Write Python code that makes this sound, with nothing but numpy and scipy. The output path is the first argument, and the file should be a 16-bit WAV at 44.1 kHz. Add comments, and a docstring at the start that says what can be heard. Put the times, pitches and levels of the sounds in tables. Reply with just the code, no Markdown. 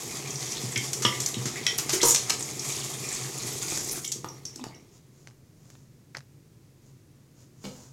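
"""A small bathroom with hard walls: hands are rinsed under a tap, close to a phone on the counter.
The jet spatters and drums on the basin, handfuls of water splash, and trapped air rings as bubbles.
The tap is shut, the last water drips and drains, and shaken hands flick drops beside the phone.
As the towel is reached for, a wall fitting judders and groans. Under it all lie a faint hiss and hum."""
import sys
import numpy as np
from scipy import signal
from scipy.fft import rfft, irfft
from scipy.io import wavfile
from scipy.ndimage import uniform_filter1d

SR = 44100
rng = np.random.default_rng(int(sys.argv[2]) if len(sys.argv) > 2 else 0)


def dump(signal):
    """Clip the signal to [-1, 1] and save it as 16-bit WAV at the path in sys.argv[1]."""
    limited = np.clip(np.atleast_2d(signal).T, -1, 1)
    pcm = np.round(limited * 32767).astype(np.int16)
    wavfile.write(sys.argv[1], SR, pcm)


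N = 349272
TIME = np.arange(N) / SR
TOP_HZ = 15950  # the highest pitch the phone picks up


def undb(db):
    """Turn decibels into a number to multiply by."""
    return 10 ** (np.asarray(db) / 20)


def unit(x):
    """Scale a sound to an average strength (rms) of 1."""
    return x / np.sqrt(np.mean(x ** 2))


def at_level(x, db, size=110):
    """Scale a short sound so that its loudest few milliseconds have this level."""
    return x * undb(db) / np.sqrt(uniform_filter1d(x ** 2, size, mode="constant").max())


def add(out, start, x):
    """Mix x into out, beginning at start seconds."""
    i = int(start * SR)
    out[i:i + len(x)] += x[:N - i]


def colour(x, tone, size=4096):
    """Make some pitches louder and others softer, along a curve of (f/Hz, gain/dB) points."""
    hz, db = np.transpose(tone)
    log_gain = np.log(undb(np.interp(np.log(np.fft.rfftfreq(size, 1 / SR) + 1), np.log(hz), db)))
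    cepstrum = irfft(log_gain)
    cepstrum[1:size // 2] *= 2  # folded so that the filter never sounds ahead of a hit
    cepstrum[size // 2 + 1:] = 0
    return signal.fftconvolve(x, irfft(np.exp(rfft(cepstrum))))[:len(x)]


def ring(x, hz, width):
    """Let a sound ring at one pitch; a narrower width rings longer."""
    return signal.lfilter(*signal.iirpeak(hz, hz / width, fs=SR), x)


def keep_side(x, hz, kind, order=2):
    """Keep the "low" or the "high" side of a cutoff pitch."""
    return signal.sosfilt(signal.butter(order, min(hz, TOP_HZ), kind, fs=SR, output="sos"), x)


def wander(rate):
    """A smooth random curve that takes a new value about rate times a second."""
    hold = int(SR / rate)
    steps = np.repeat(rng.standard_normal(N // hold + 1), hold)
    return unit(uniform_filter1d(uniform_filter1d(steps, hold), hold)[:N])


def impacts(n, per_second, spread_db):
    """Tiny hits at random moments, a few much larger than the rest."""
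    size_db = spread_db * np.minimum(rng.exponential(size=n), 4)
    return (rng.random(n) < per_second / SR) * rng.choice([-1, 1], n) * undb(size_db)


def burst(fade):
    """A ragged burst of droplets that starts at once and dies away in clumps."""
    t = TIME[:SR // 5]
    swell = np.exp(-t / fade) * (1 - np.exp(-t / .0007))
    clumps = np.interp(t, t[::130], rng.standard_normal(len(t[::130])))
    return impacts(len(t), 6000, 1.8) * swell * undb(1.5 * clumps)


def bubble(hz, t60, rise=0.093):
    """An air pocket rings and rises in pitch as it surfaces; t60 is the seconds it takes to fade 60 dB."""
    t = TIME[:SR // 10]
    pitch = hz * (1 + rise * np.minimum(t / t60, 1))
    return np.sin(2 * np.pi * np.cumsum(pitch) / SR) * undb(-60 * t / t60)


def pop(hz, t60, db, scatter):
    """A trapped air pocket bursts and breaks into six smaller ones of nearby pitch."""
    cluster = bubble(hz, t60)
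    for lag, detune in rng.random((6, 2)):
        piece = bubble(hz * (1 + scatter) ** (2 * detune - 1), t60)
        cluster += np.exp(-lag) * np.roll(piece, int(lag * t60 * 0.66 * SR))
    # a bubble gives off little sound far from its pitch
    return at_level(keep_side(keep_side(cluster, hz, "high", order=3), 1.5 * hz, "low"), db)


def gurgle(start, end, low_hz, high_hz, start_db, end_db, cycles, count):
    """Lone bubbles of all sizes, scattered over a stretch of time."""
    out = np.zeros(N)
    for when, pitch, size in rng.random((count, 3)):
        hz = low_hz * (high_hz / low_hz) ** pitch
        db = start_db + (end_db - start_db) * when - 14 * np.sqrt(size)
        add(out, start + (end - start) * when, undb(db) * bubble(hz, cycles / hz))
    return out


def cloud(length, low_hz, high_hz, cycles, count):
    """A short, dense swarm of bubbles between two pitches."""
    out = np.zeros(SR // 2)
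    for k, (when, pitch, size) in enumerate(rng.random((count, 3))):
        hz = low_hz * (high_hz / low_hz) ** pitch
        add(out, length * (k + when) / count, undb(-10 * size) * bubble(hz, cycles / hz))
    return out


def room(x, echo_db=-4.5, low_t60=0.43, treble_t60=0.28):
    """The sound plus dense echoes from near walls; the treble dies a little sooner."""
    t = TIME[:SR // 2]
    noise = rng.standard_normal(len(t))
    low = keep_side(noise, 1400, "low", order=1)
    tail = low * undb(-60 * t / low_t60) + (noise - low) * undb(-60 * t / treble_t60)
    tail *= np.clip(t / 0.0059 - .5, 0, 1)  # the first echoes take a moment to arrive
    return x + undb(echo_db) * signal.fftconvolve(x, tail / np.sqrt(np.sum(tail ** 2)))[:N]


def air():
    """Faint hiss and a low, wavering hum at a pitch where the room rings."""
    # tone of the hiss: f/Hz, gain/dB
    hiss_tone = [(15, -43.5), (25, -12), (43, -20.5), (110, -4.5), (133, 2), (184, -9.5), (361, -13.5),
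                 (710, -29), (1590, -33.5), (2090, -32.5), (3050, -36.5), (6660, -33), (8270, -37),
                 (14600, -40.5), (15800, -44.5)]
    hiss = unit(colour(rng.standard_normal(N), hiss_tone)) * undb(-55)
    hum = unit(ring(ring(rng.standard_normal(N), 134, 22), 134, 22))
    running = np.interp(TIME, [3.4, 5.0], [1, 0])  # running water feeds the hum
    return hiss + hum * undb(-61 + 16.4 * running)


def rubbing():
    """Wet hands, sleeves and towel slide in tiny random slips, each stroke swelling and fading."""
    # strokes: middle t/s, level/dB, half length/s
    strokes = [(4.958, -58.5, 0.041), (5.219, -63.5, 0.099), (5.714, -62, 0.13), (6.876, -65, 0.056),
               (7.414, -60, 0.055), (7.665, -50.5, 0.03), (7.767, -52, 0.14)]
    # tone of the rustle: f/Hz, gain/dB
    rustle_tone = [(300, 3.5), (1000, -3), (2200, -12.5), (4000, -8.5), (6800, 2.5), (8500, -10.5),
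                   (15000, -19)]
    swell = sum(undb(db) * np.exp(-((TIME - middle) / half) ** 2) for middle, db, half in strokes)
    return unit(colour(room(impacts(N, 2500, 2.1)), rustle_tone)) * swell


def fitting_groan():
    """The wall fitting's joint rubs as it turns, with a soft tone that sags and rises again."""
    # course of the groan: t/s, f/Hz, level/dB
    course = [(7.648, 613, -62), (7.658, 542, -50), (7.677, 495, -47), (7.703, 508, -49), (7.728, 585, -62)]
    times, hz, db = np.transpose(course)
    phase = 2 * np.pi * np.cumsum(np.interp(TIME, times, hz)) / SR
    return unit(np.sin(phase)) * np.interp(TIME, times, undb(db), left=0, right=0)


def fitting_judder():
    """The wall fitting is pulled and catches several times; each catch clacks and sets it ringing."""
    # catches: t/s, level/dB
    catches = [(7.642, -37), (7.6465, -39.5), (7.653, -32.5), (7.668, -38), (7.683, -46), (7.696, -44),
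               (7.754, -53)]
    # pitches the fitting rings at: f/Hz, width/Hz, gain/dB
    fitting_notes = [(139, 5, 8), (209, 20, 7.5), (254, 4.7, 8), (360, 52, -4.5), (770, 39, -12),
                     (1000, 41, -21), (1275, 9.5, -8), (2230, 50, -11), (2840, 35, -10), (3560, 30, -14),
                     (4130, 40, -11), (4690, 47, -12)]
    out, t = np.zeros(N), TIME[:SR // 2]
    for start, db in catches:
        scrape = rng.standard_normal(len(t)) * np.exp(-t / 0.0047)
        push = scrape + 3 * np.sqrt(np.sum(scrape ** 2)) * (t == 0)
        body = sum(undb(gain) * ring(push, hz, width) for hz, width, gain in fitting_notes)
        clack = undb(-14) * keep_side(keep_side(scrape, 5000, "low", order=3), 2200, "high")
        add(out, start, at_level(keep_side(body + clack, 65, "high", order=3), db))
    return out


def flicks(gap_s=0.0099, trail_db=-13.5, loss_db=2):
    """Drops flicked beside the phone tick without echo; three ever softer droplets trail each one."""
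    # landings: t/s, level/dB, treble cutoff/Hz
    landings = [(5.272, -41.5, 6000), (5.309, -55.5, 2500), (5.654, -59, 12000), (5.701, -48.5, 14800),
                (5.752, -52, 2510), (6.146, -46, 3960), (6.1485, -31.5, 2780), (6.1684, -32.5, 8860),
                (6.205, -48.5, 4940)]
    # tone of a very near drop: f/Hz, gain/dB
    drop_tone = [(100, -16.5), (400, -2.5), (1000, -4.5), (2000, -3), (3200, -10.5), (6000, -1.5),
                 (8000, -8), (16000, -17)]
    out, t = np.zeros(N), TIME[:SR // 20]
    for start, db, cutoff in landings:
        lags = np.cumsum(gap_s * (.5 + rng.random(3)))
        trail = [(lag, trail_db - k * loss_db) for k, lag in enumerate(lags)]
        for lag, drop_db in [(0.0011, 0.0024)] + trail:
            fade = np.exp(-t / 0.00066) + undb(-19) * np.exp(-t / 0.011)
            tick = colour(rng.standard_normal(len(t)) * fade, drop_tone)
            add(out, start + lag, at_level(keep_side(tick, cutoff, "low"), db + drop_db))
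    return out


def tap_knocks():
    """The tap's handles give short, dead clunks as they are gripped and turned to their stops."""
    # clunks: t/s, level/dB, treble cutoff/Hz
    clunks = [(3.723, -29, 270), (3.774, -36, 304), (4.2449, -27.5, 1300), (4.595, -42, 900),
              (4.641, -34.5, 2970), (4.667, -35, 1100)]
    # tone of a knocked handle: f/Hz, gain/dB
    handle_tone = [(70, -12), (150, 2.5), (400, 0.5), (800, -4.5), (1200, -2.5), (1600, -17), (3800, -16),
                   (7000, -12)]
    out, t = np.zeros(N), TIME[:SR // 10]
    for start, db, cutoff in clunks:
        blow = rng.standard_normal(len(t)) * np.exp(-t / 0.004)
        blow[0] += 8  # the sharp first contact
        add(out, start, at_level(keep_side(colour(blow, handle_tone), cutoff, "low", order=1), db))
    return out


def basin_knocks():
    """Hands and water hit the basin and counter; the basin rings, after soft blows only at low pitches."""
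    # blows: t/s, level/dB, treble cutoff/Hz
    blows = [(0.636, -30, 190), (.762, -31.5, 139), (1.0507, -17, 4000), (1.060, -27, 3500),
             (1.368, -28.5, 161), (1.455, -30.5, 220), (3.445, -37, 150), (4.16, -40.5, 298)]
    # pitches the basin rings at: f/Hz, width/Hz, gain/dB
    basin_notes = [(127, 33.6, 4), (223, 59, 1), (355.5, 59, 2), (485, 17, -3), (980, 50, 1), (1184, 31, 8),
                   (1715, 35, -4.5), (2000, 70, -0.5), (2940, 60, 5), (3260, 70, 5)]
    out, t = np.zeros(N), TIME[:SR // 3]
    for start, db, cutoff in blows:
        fade = 0.0049 * (150 / cutoff) ** 0.35  # harder blows are shorter
        push = rng.standard_normal(len(t)) * np.exp(-t / fade)
        push[0] += 2.2 * np.sqrt(np.sum(push ** 2))
        body = sum(undb(gain) * ring(push, hz, width) for hz, width, gain in basin_notes)
        knock = keep_side(body + undb(-34) * push, cutoff, "low")
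        add(out, start, at_level(keep_side(knock, 115, "high", order=6), db, size=300))
    return out


def gulps():
    """Large air pockets give short, low, hollow notes, in a dumped handful and later in the drain."""
    # air pockets: t/s, level/dB, f/Hz
    pockets = [(1.932, -25, 373.5), (2.030, -24, 365), (2.031, -27, 477), (4.560, -44, 280),
               (4.602, -37.5, 253)]
    out = np.zeros(N)
    for start, db, hz in pockets:
        add(out, start, pop(hz, t60=0.059, db=db, scatter=0.046))
    return out


def drips(cycles=40):
    """Each drop traps a bubble that rings for the same number of cycles, so high plinks are shorter."""
    # drops: t/s, level/dB, f/Hz
    drops = [(.760, -27, 2105), (1.125, -29.5, 2020), (1.558, -35, 2020), (1.572, -36, 2290),
             (2.001, -31, 2064), (2.009, -31, 3290), (2.016, -26, 4130), (2.695, -37.5, 2315),
             (4.261, -50, 12400), (4.287, -37.5, 5650), (4.453, -31.5, 5670), (4.541, -52, 6300),
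             (4.612, -50, 3550), (4.666, -49, 4560), (4.724, -52.5, 2060), (4.748, -49, 5400)]
    out = np.zeros(N)
    for start, db, hz in drops:
        add(out, start, pop(hz, cycles / hz, db, scatter=.04))
    return out


def pool():
    """Bubbles burst in the water under the tap, then thin out as it drains."""
    running = gurgle(0, 4, 1800, 7500, start_db=-34, end_db=-33, cycles=36, count=260)
    filling = gurgle(2.6, 4, 1100, 4500, start_db=-34, end_db=-33, cycles=30, count=70)
    foam = gurgle(3.4, 4.06, 8500, 14000, start_db=-35, end_db=-31, cycles=50, count=220)
    last_foam = gurgle(4.05, 4.7, 9000, 13000, start_db=-41, end_db=-47, cycles=80, count=16)
    draining = gurgle(4.25, 4.8, 1900, 5500, start_db=-43, end_db=-40, cycles=35, count=36)
    glugs = gurgle(4.62, 4.82, 260, 2000, start_db=-40, end_db=-47, cycles=12, count=24)
    return running + filling + foam + last_foam + draining + glugs


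def bubble_swarms(pitch_spread=1.3):
    """A dumped handful sloshes with large bubbles, cupped hands gurgle and foam fizzes."""
    # the stream runs into cupped hands: t/s, level/dB, length/s, middle f/Hz
    pours = [(0.552, -34.5, 0.047, 4250), (0.622, -36.5, 0.033, 6230), (2.70, -37, 0.13, 3620),
             (3.136, -31.5, .03, 6400), (3.391, -38.5, 0.044, 5100)]
    # whipped-up foam bursts in tiny bubbles: t/s, level/dB, length/s
    fizzes = [(1.78, -26, .008), (1.922, -30, .03), (2.048, -21.5, 0.054), (3.913, -30.5, 0.023)]
    out = gurgle(2.03, 2.09, 900, 1230, start_db=-12.5, end_db=-25.5, cycles=35, count=16)  # the slosh
    for start, db, length, hz in pours:
        swarm = cloud(length, hz / pitch_spread, hz * pitch_spread, cycles=30, count=20)
        add(out, start, at_level(swarm, db))
    for start, db, length in fizzes:
        add(out, start, at_level(cloud(length, 8500, 13500, cycles=41, count=50), db))
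    return out


def squelches():
    """Wet palms squeeze out air; their hollow rings at three pitches, the higher ones dying sooner."""
    # squeezes: t/s, level/dB, low f/Hz, middle f/Hz, high f/Hz, t60/s, treble lift/(dB per octave)
    squeezes = [(.759, -24, 2120, 3200, 5200, 0.0097, 3.5), (1.051, -17.5, 2030, 3080, 5200, .012, 2.5),
                (1.342, -28.5, 2530, 3760, 6430, 0.0076, 2.5),
                (1.666, -14.5, 2200, 3020, 5400, 0.0066, 4.5), (2.160, -18, 2600, 3880, 6060, 0.0072, 13),
                (4.046, -33, 2470, 3110, 6100, .008, 2)]
    # strength of the hollow's low, middle and high note: gain/dB
    note_gains = [-3, 0, -3]
    out = np.zeros(N)
    for start, db, low_hz, middle_hz, high_hz, t60, lift in squeezes:
        scatter = .0014 / t60  # shorter squelches are less clear in pitch
        notes = sum(pop(hz, t60 * np.sqrt(low_hz / hz), gain + lift * np.log2(hz / low_hz), scatter)
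                    for hz, gain in zip((low_hz, middle_hz, high_hz), note_gains))
        add(out, start, at_level(notes, db))
    return out


def splashes(splat_fade_s=0.005, splat_width_hz=1800):
    """A splash is a bright spray plus a duller slap; spurts are finer spray, splats a thin spit of it."""
    # water thrown off the hands: t/s, spray level/dB, slap level/dB, fade/s
    throws = [(.775, -24, -41, 0.0033), (0.931, -23.5, -37, 0.0067), (1.021, -27.5, -34.5, 0.025),
              (1.201, -24, -42, 0.014), (1.261, -20, -46, 0.0035), (1.455, -28, -34, 0.028),
              (1.666, -24, -31, 0.0032), (1.784, -21, -31.5, 0.014), (1.893, -23.5, -27.5, 0.022),
              (1.930, -21.5, -31, 0.033), (2.015, -24, -35, 0.011), (2.029, -16, -27, 0.017),
              (2.146, -16, -25.5, 0.0029), (2.2966, -21, -24.5, 0.005), (2.304, -18, -22, 0.0021),
              (3.773, -27.5, -42, 0.0045), (3.912, -30, -52, .005), (4.047, -29.5, -65, 0.01),
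              (4.118, -24.5, -61, 0.0088), (4.452, -37, -56, .004), (4.558, -35, -52, 0.0023),
              (4.639, -40.5, -39, 0.0018)]
    # water squeezed out between the hands: t/s, level/dB, fade/s
    spurts = [(2.053, -20.5, 0.035), (2.083, -18, 0.024), (2.106, -13, 0.014)]
    # stray drops on wet skin: t/s, level/dB, f/Hz
    splats = [(.305, -29, 6400), (.356, -29.5, 5600), (.519, -27.5, 6000), (2.394, -32.5, 8300),
              (2.425, -26.5, 6750), (2.594, -27.5, 6100), (2.721, -29, 6300), (3.086, -29, 6800),
              (3.126, -28.5, 7400), (3.624, -28.5, 6660), (3.844, -30, 7250), (4.076, -28, 7000)]
    # tones of the spray, the slap and the spurt: f/Hz, gain/dB
    spray_tone = [(500, -29), (2000, -24.5), (4000, -10), (5700, 0.5), (7000, 1.5), (9000, -11.5),
                  (12000, -14.5), (16000, -35)]
    slap_tone = [(40, -40), (150, -20.5), (500, -8.5), (1150, -1.5), (1500, -1.5), (2300, -2), (3300, -4),
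                 (5000, -0.5), (9000, -30)]
    spurt_tone = [(1000, -26.5), (4500, -13.5), (5800, -2), (6400, -2.5), (6900, 8), (7600, -5), (8500, -3),
                  (9500, -16), (12500, -15.5), (15500, -32)]
    out = np.zeros(N)
    for start, spray_db, slap_db, fade in throws:
        add(out, start, at_level(colour(burst(fade), spray_tone), spray_db))
        add(out, start, at_level(colour(burst(fade), slap_tone), slap_db))
    for start, db, fade in spurts:
        add(out, start, at_level(colour(burst(fade), spurt_tone), db))
    for start, db, hz in splats:
        spit = ring(burst(splat_fade_s), hz, splat_width_hz)
        add(out, start, at_level(ring(spit, hz, splat_width_hz), db))
    return keep_side(out, 120, "high")


def flow(open_db, trickle_db, fall_db_per_s=78, closing_s=3.975):
    """The strength of the water: once the tap is turned down it falls to a trickle, then runs dry."""
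    db = np.maximum(open_db - fall_db_per_s * np.maximum(TIME - closing_s, 0), trickle_db)
    return undb(db) * np.interp(TIME, [4.13, 5.16], [1, 0])


def jet():
    """Droplets and tiny ringing bubbles spatter over the nozzle's fizz; the stream drums on the basin."""
    # tones of the spatter and the drumming: f/Hz, gain/dB
    spatter_tone = [(350, -41), (600, -8), (768, -5.5), (956, -10), (1130, -6), (1500, -15.5), (2060, -7),
                    (2490, -8), (2980, -13.5), (3230, -7.5), (3910, -8), (6950, 1.5), (9390, -9.5),
                    (11700, -10.5), (15800, -28)]
    drum_tone = [(30, -23.5), (55, -18.5), (90, -4.5), (135, -2.5), (165, -3.5), (230, -1), (300, -1),
                 (375, 3), (460, -0.5), (560, -13.5), (800, -18.5), (1400, -30)]
    # parts of the spatter that swell and sink as the hands move: f/Hz
    swell_pitches = [2200, 3500, 5540]
    # the fine, high spatter while the tap is open: t/s, level/dB
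    fine_levels = [(0, -35), (.15, -37), (.27, -42.5), (.45, -38.5), (1.2, -36.5), (1.63, -43), (2.52, -38),
                   (2.72, -34.5), (3.26, -38.5), (3.65, -34.5), (3.96, -35.5)]
    froth = sum(unit(ring(impacts(N, 45, 5.5), hz, hz / 18)) * np.sqrt(hz)
                for hz in np.geomspace(900, 13000, num=28))
    droplets = undb(1.5) * unit(impacts(N, 900, 3.8))
    fizz = undb(5.5) * rng.standard_normal(N)
    flicker = undb(1.8 * wander(60))
    water = colour(room((droplets + unit(froth) + fizz) * flicker), spatter_tone)
    water += sum(ring(water, hz, hz / 2) * (undb(1.2 * wander(10)) - 1) for hz in swell_pitches)
    fine_db = np.interp(TIME, *np.transpose(fine_levels))
    fine = unit(keep_side(water, 3600, "high", order=3)) * flow(fine_db, -59.5)
    # the big droplets stop sooner as the pressure falls
    coarse = unit(keep_side(water, 4000, "low", order=3)) * flow(-43, -58, fall_db_per_s=155)
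    drum = unit(colour(impacts(N, 700, 1.9), drum_tone)) * flow(-44, -51)
    return fine + coarse + drum


def scene():
    """All the sounds and their echoes, heard at one microphone."""
    around_basin = splashes() + pool() + bubble_swarms() + gulps() + basin_knocks() + tap_knocks()
    pops = room(squelches() + drips(), echo_db=-1)
    mix = jet() + room(around_basin + fitting_judder() + fitting_groan()) + pops
    return (mix + flicks() + rubbing() + air())[None]


def record(dry):
    """The phone cuts off the very highest treble."""
    return signal.sosfilt(signal.ellip(10, .2, 80, TOP_HZ, fs=SR, output="sos"), dry)


dry = scene()
out = record(dry)
dump(out)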